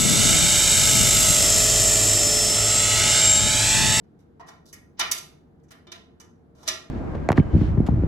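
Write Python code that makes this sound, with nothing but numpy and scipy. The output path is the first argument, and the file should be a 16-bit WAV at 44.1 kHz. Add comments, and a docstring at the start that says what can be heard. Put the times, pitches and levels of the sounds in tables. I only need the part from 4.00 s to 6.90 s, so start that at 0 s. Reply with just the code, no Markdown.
"""In a hard-walled room, steel tools click and scrape on the tabs of a thin metal sheet on a table.
Each contact is roughened, shaped noise that excites the sheet's damped modes and the room's decaying tail;
low damped tones knock under some contacts, and ventilation rumbles softly as steady filtered noise.
A pair of microphones hears it all, the right one a little later above 500 Hz."""
import sys
import numpy as np
from scipy import signal
from scipy.fft import rfft, irfft, next_fast_len
from scipy.io import wavfile
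from scipy.ndimage import uniform_filter1d

SR = 44100
rng = np.random.default_rng(int(sys.argv[2]) if len(sys.argv) > 2 else 0)


def transcribe(signal):
    """Save signal, clipped to [-1, 1], as a 16-bit WAV file at the path in sys.argv[1]."""
    frames = np.atleast_2d(signal).T
    limited = np.clip(frames, -1, 1)
    pcm = np.round(limited * 32767).astype(np.int16)
    wavfile.write(sys.argv[1], SR, pcm)


def volts_from_db(level):
    """Convert decibel levels to linear amplitude ratios."""
    exponent = np.asarray(level, float) / 20
    return 10 ** exponent


N = 127890  # length in samples

# Ventilation noise spectrum: (f/Hz, relative level/dB)
AIR_SPECTRUM = [(12, -53), (20, -17), (53, -13.5), (77, -1.5), (117, -11), (147, -2), (179, -5.5),
                (361, -8.5), (393, -15), (465, -7.5), (506, -22), (551, -18.5), (634, -21.5), (709, -19),
                (1080, -29.5), (1560, -31.5), (1740, -35), (2660, -45.5), (3830, -47), (6000, -55.5),
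                (8650, -54), (11800, -57), (16500, -81)]
AIR_RMS_DB = -54.5  # before the microphones

# Reverberation time of the room: (f/Hz, t60/s)
ROOM_T60 = [(300, 0.93), (1000, 0.49), (2500, 0.39), (5000, 0.35), (8000, 0.32), (12000, 0.31),
            (16000, 0.078)]
# Room tail relative to the direct sound of a contact: (f/Hz, level/dB)
ROOM_LEVEL = [(300, -2.5), (1000, -2.5), (2500, 1), (6000, -9.5), (12000, -7.5)]
ROOM_RISE_S = 0.005  # time constant of the room's build-up

# Dull knocks under some of the contacts, probably the table: (t/s, f/Hz, level/dB, t60/s)
KNOCKS = [(.397, 937, -37, 0.064), (.397, 691, -46.5, 0.21), (.992, 873, -30.5, 0.1),
          (.992, 338, -43, 0.23), (.992, 674, -44, 0.18), (1.870, 351.7, -47, 0.32),
          (1.918, 693, -53.5, 0.28), (2.677, 365.3, -47.5, 0.43), (2.677, 656.2, -42.5, 0.26)]
KNOCK_RISE_S, KNOCK_ROOM_DB = 0.0044, -7  # rise time constant; tail over direct sound

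# Mode frequencies of the sheet: (f/Hz)
MODE_HZ = [366, 610, 657, 855, 1022, 1213, 1372, 1743, 1898, 2064, 2175, 2327, 2379, 2502, 3003, 3492, 3588,
           3837, 4100, 4162, 4787, 5360, 5468, 5631, 5766, 5918, 6303, 6405]
# Relative mode levels, in the same order: (level/dB)
MODE_DB = [-4, -6, -9.5, -12.5, -9, -3, -4, 0.5, -10, -3.5, -8, 3.5, -8, -7.5, 1, -2, 1.5, -7.5, -5.5, -11,
           -13, -7.5, -4, -10.5, -9.5, -10, -4, -6.5]
# Decay time of the modes: (f/Hz, t60/s)
MODE_T60 = [(370, .6), (1200, 0.47), (2500, 0.12), (4000, 0.26), (6400, 0.08)]
TWIN_SPREAD_HZ = 9  # standard deviation of the offset of each mode's twin
MODE_SCATTER_DB, RING_RISE_S = 1.5, 0.0058  # new draw of levels at each contact; rise time constant
COLOUR_SHARE = 0.4  # how far the ring takes the contact's colour
HUMP_Q, HUMP_DB = 45, 9  # sharpness and height of the modes' humps in the contact noise

# Broad humps and valleys that the sheet gives every contact: (f/Hz, level/dB)
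BODY = [(250, -1.5), (350, 1.5), (520, -2.5), (650, 5.5), (870, 0.5), (1200, 3.5), (1500, 1), (1750, 2.5),
        (2250, -1.5), (2700, -2), (3000, 0.5), (3250, -1.5), (3900, 1.5), (4600, -2.5), (5500, 0),
        (6400, 1), (7100, -3), (8600, 2), (10200, -1.5), (11600, -0.5)]
# Frequencies at which the colour of a contact is set; 6.2 kHz is the reference: (f/Hz)
COLOUR_HZ = (350, 900, 2200, 3800, 6200, 11000)
# Further fall of a contact's colour towards 150 Hz and towards 16 kHz: (level/dB, level/dB)
EDGES_DB = (-23.5, -11)
FADE_T60 = 0.05  # s, force after the chatter or stroke

# Scrapes: (start t/s, end t/s, start level/dB, end level/dB, all before the sheet's colour;
# then level/dB over that at 6.2 kHz for 350 Hz, 900 Hz, 2.2 kHz, 3.8 kHz and 11 kHz)
SCRAPES = [(.03, 0.056, -74, -79.5, 2, -20, 3, 1.5, -13), (.188, 0.228, -65, -74, -4, 3.5, -4, -2.5, -6),
           (.462, .492, -60, -40.5, -7, 8.5, -3.5, -4, -11.5),
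           (.654, .70, -54, -52.5, -30, -13, -33, -0.5, -7), (.968, 1.014, -69, -18, -21, 2, 0.5, 4, -33.5),
           (1.595, 1.598, -69, -75, -9, -1, -13, 6, -11.5), (1.632, 1.653, -62, -70, -12, -5, -5, -18, -10),
           (2.548, 2.625, -64.5, -57, 7, 11.5, -8, -1.5, -9.5),
           (2.64, 2.683, -67.5, -31.5, 10.5, 0, -1.5, 2, -12.5)]
SCRAPE_RING_DB, GRIT_DB = -22, 3  # ring before its common trim; depth setting of the roughness

# Clicks: (full-force t/s, level/dB at 6.2 kHz before the sheet's colour;
# then level/dB over that for 350 Hz, 900 Hz, 2.2 kHz, 3.8 kHz and 11 kHz;
# chatter t/s counted from the start of the rise, ring level/dB before its common trim)
CLICKS = [(0.3975, -55, 8, 25, 5.5, 1, -17, 0.018, -22), (0.7286, -35, -15.5, -15, -6, -18, -8, 0.015, -16),
          (0.9951, -19, -14, 2.5, 0, 4, -6, 0.008, -13),
          (1.1149, -13, -26, -21, -11.5, -6, -5, 0.0077, -19.5),
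          (1.1777, -28.5, -31, -26, -15, -5.5, -7, 0.011, -32.5),
          (1.6841, -59, -4.5, -11.5, -9, -13, -21, 0.01, -9),
          (1.708, -45.5, -16, 2, 2.5, -1, -5, 0.016, -9), (1.8696, -58, 3, 13.5, 0, 15, -13, 0.0075, 3.5),
          (1.9185, -34.5, -11.5, -3.5, -1.5, 1.5, -13.5, 0.0083, -13.5),
          (2.2002, -41.5, -31, -2, -10.5, -13, -12, 0.015, -10),
          (2.6294, -45.5, -1.5, 11, -13.5, -4, -12.5, 0.013, -11),
          (2.6779, -14, -33, -15.5, -10.5, -2, -13.5, 0.013, -11.5)]
CLICK_RISE_S, CHATTER_DB = 0.002, 3  # linear rise; depth setting of the roughness

# Likeness of the two microphones: (f/Hz, correlation)
ALIKE = [(25, .7), (60, .86), (150, .8), (300, .6), (600, .1), (2500, .1), (5500, .2), (7400, .4),
         (8500, .93), (12000, .93)]
# Left microphone over right: (f/Hz, level/dB)
LEFT_OVER_RIGHT = [(150, -.5), (300, 1), (1000, 0), (2500, -1.5), (4000, -3.5), (6200, -5), (7300, -3),
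                   (8200, 1), (12000, 0)]
LAG_S, TOP_HZ = 0.000168, 16400  # delay of the right microphone above 500 Hz; upper band limit


def along(points, hz):
    """Linear interpolation of (f/Hz, value) points on a nearly logarithmic frequency axis."""
    f, v = np.transpose(points)
    return np.interp(np.log(hz + 1), np.log(f + 1), v)


def filtered(x, response):
    """Linear filtering: the spectrum is multiplied by a response of frequency."""
    m = next_fast_len(x.shape[-1] + 8192)
    spectrum = rfft(x, m) * response(np.fft.rfftfreq(m, 1 / SR))
    return irfft(spectrum, m)[..., :x.shape[-1]]


def unit(x):
    """Normalization to an rms value of 1."""
    return x / np.sqrt(np.mean(x ** 2) + 1e-20)


def placed(sound, s):
    """Superposition in time: the sound starts at s seconds in a silent stretch of the scene's length."""
    return np.pad(sound, ((0, 0), (round(s * SR), N)))[:, :N]


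def air():
    """Stationary broadband noise: ventilation rumble with a faint hiss."""
    white = rng.standard_normal((2, N))
    return volts_from_db(AIR_RMS_DB) * unit(filtered(white, lambda hz: volts_from_db(along(AIR_SPECTRUM, hz))))


def room_tail():
    """Diffuse reverberation: a fresh pair of noise tails whose decay rate depends on frequency."""
    hz, t, z = signal.stft(rng.standard_normal((2, SR // 2)), SR, nperseg=256)
    decay = volts_from_db(-60 * t / along(ROOM_T60, hz)[:, None])
    tail = signal.istft(z * decay, SR, nperseg=256)[1][:, :SR // 2]
    tail = tail * (1 - np.exp(-np.arange(SR // 2) / SR / ROOM_RISE_S))
    return tail / np.linalg.norm(tail[0])  # left tail has energy 1


def in_room(sound, tail):
    """Convolution with an impulse response: direct sound plus reverberant tail."""
    answer = tail.copy()
    answer[:, 0] += 1
    return signal.fftconvolve(sound, answer, axes=1)


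def knocks():
    """Damped oscillation: low tones decay exponentially, the second view a quarter cycle behind."""
    out, t = np.zeros((2, N)), np.arange(SR // 2) / SR
    for s, hz, db, t60 in KNOCKS:
        phase = 9 * rng.standard_normal() - np.c_[[0, np.pi / 2]]
        decay = volts_from_db(db - 60 * t / t60) * (1 - np.exp(-t / KNOCK_RISE_S))
        tone = decay * np.sin(2 * np.pi * hz * t + phase)
        out = out + placed(in_room(tone, volts_from_db(KNOCK_ROOM_DB) * room_tail()), s)
    return out


def sheet_ring(colour):
    """Modal superposition with beats: each mode is a close pair of decaying tones, drawn anew each time."""
    hz, t = np.array(MODE_HZ)[:, None], np.arange(SR // 2) / SR
    draw = rng.standard_normal((6, len(hz), 1))
    # the second view is about a quarter cycle behind
    phase = np.array([9 * draw[1], 9 * draw[1] - np.pi / 2 + 0.5 * draw[2]])
    twin_hz = hz + TWIN_SPREAD_HZ * draw[5]
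    main = np.sin(2 * np.pi * hz * t + phase)
    twin = 0.4 * np.sin(2 * np.pi * twin_hz * t + 9 * draw[3:5])
    start_db = np.c_[MODE_DB] + COLOUR_SHARE * along(colour, hz) + MODE_SCATTER_DB * draw[0]
    level_db = start_db - 60 * t / along(MODE_T60, hz)
    return np.sum(volts_from_db(level_db) * (main + twin), axis=1) * (1 - np.exp(-t / RING_RISE_S))


def humps(hz):
    """Resonant forced response: damped resonances of alternating sign add to the direct path."""
    total = 0
    for k, mode_hz in enumerate(MODE_HZ):
        damping = 1j * hz * mode_hz / HUMP_Q
        total = total + (-1) ** k * damping / (mode_hz ** 2 - hz ** 2 + damping)
    return 1 + volts_from_db(HUMP_DB) * total


def contact(s, envelope, colour_db, ring_db, rough_db):
    """Source and resonator: rough contact noise in a room, with a ring set off at the envelope's peak."""
    *lows, high = colour_db
    low_edge, high_edge = (150, lows[0] + EDGES_DB[0]), (16000, high + EDGES_DB[1])
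    colour = [low_edge, *zip(COLOUR_HZ, (*lows, 0, high)), high_edge]
    white = rng.standard_normal((2, SR // 4))
    lumps = np.repeat(rng.standard_normal(SR // 80), 20)[:len(envelope)]
    # the constant offsets the mean energy that the unevenness adds
    force = envelope * volts_from_db(rough_db * uniform_filter1d(lumps, size=15) - rough_db ** 2 / 9)

    def sheet_colour(hz):
        level_db = along(colour, hz) + along(BODY, hz) - 3.65 * (hz < 6800)
        return volts_from_db(level_db) * humps(hz)

    noise = filtered(white, sheet_colour)[:, :len(envelope)] * force
    tail = filtered(room_tail(), lambda hz: volts_from_db(along(ROOM_LEVEL, hz)))
    sound = in_room(noise, tail)
    peak = np.argmax(envelope)
    ring = envelope.max() * volts_from_db(ring_db - 7.5) * sheet_ring(colour)  # common trim of -7.5 dB
    sound[:, peak:][:, :SR // 2] += ring[:, :sound.shape[1] - peak]
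    return placed(sound, s)


def scrapes():
    """Sliding friction: noise whose level changes steadily in dB along the stroke, then decays."""
    out, lift = np.zeros((2, N)), np.arange(SR // 10) / SR
    for start, end, first_db, last_db, *colour_db in SCRAPES:
        drag_db = np.linspace(first_db, last_db, round((end - start) * SR))
        stroke = volts_from_db(np.r_[drag_db, last_db - 60 * lift / FADE_T60])
        stroke = stroke * np.minimum(np.arange(len(stroke)) / SR / 0.004, 1)  # 4 ms rise
        out = out + contact(start, stroke, colour_db, SCRAPE_RING_DB, GRIT_DB)
    return out


def clicks():
    """Impulsive excitation: quick rise, a few milliseconds of chatter, exponential fade."""
    out, t = np.zeros((2, N)), np.arange(SR // 8) / SR
    for s, db, *colour_db, chatter_s, ring_db in CLICKS:
        fade_db = db - 60 * np.maximum(t - chatter_s, 0) / FADE_T60
        shape = np.minimum(t / CLICK_RISE_S, 1) * volts_from_db(fade_db)
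        out = out + contact(s - CLICK_RISE_S, shape, colour_db, ring_db, CHATTER_DB)
    return out


def scene():
    """Linear superposition of all sources, in two views of the same sound field."""
    return air() + knocks() + scrapes() + clicks()


def low_pass(x):
    """Removes everything above the highest recorded frequency."""
    return signal.sosfilt(signal.butter(12, 16790, fs=SR, output="sos"), x)


def record(dry):
    """Interchannel coherence and delay: the microphones agree in bass and high treble, the right one lags."""
    def shares(hz):
        # cos(2 * angle) is the correlation of the sum and the difference
        angle = np.arccos(np.clip(along(ALIKE, hz), -1, 1)) / 2
        return np.array([np.cos(angle), np.sin(angle)])

    def balance(hz):
        half_db = along(LEFT_OVER_RIGHT, hz) / 2
        late = np.exp(-2j * np.pi * hz * LAG_S * (hz > 500))
        return np.array([volts_from_db(half_db), volts_from_db(-half_db) * late])

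    common, different = filtered(filtered(dry, shares), lambda hz: hz < TOP_HZ)
    mix = filtered(np.array([common + different, common - different]), balance)
    return low_pass(mix)


dry = scene()
out = record(dry)
transcribe(out)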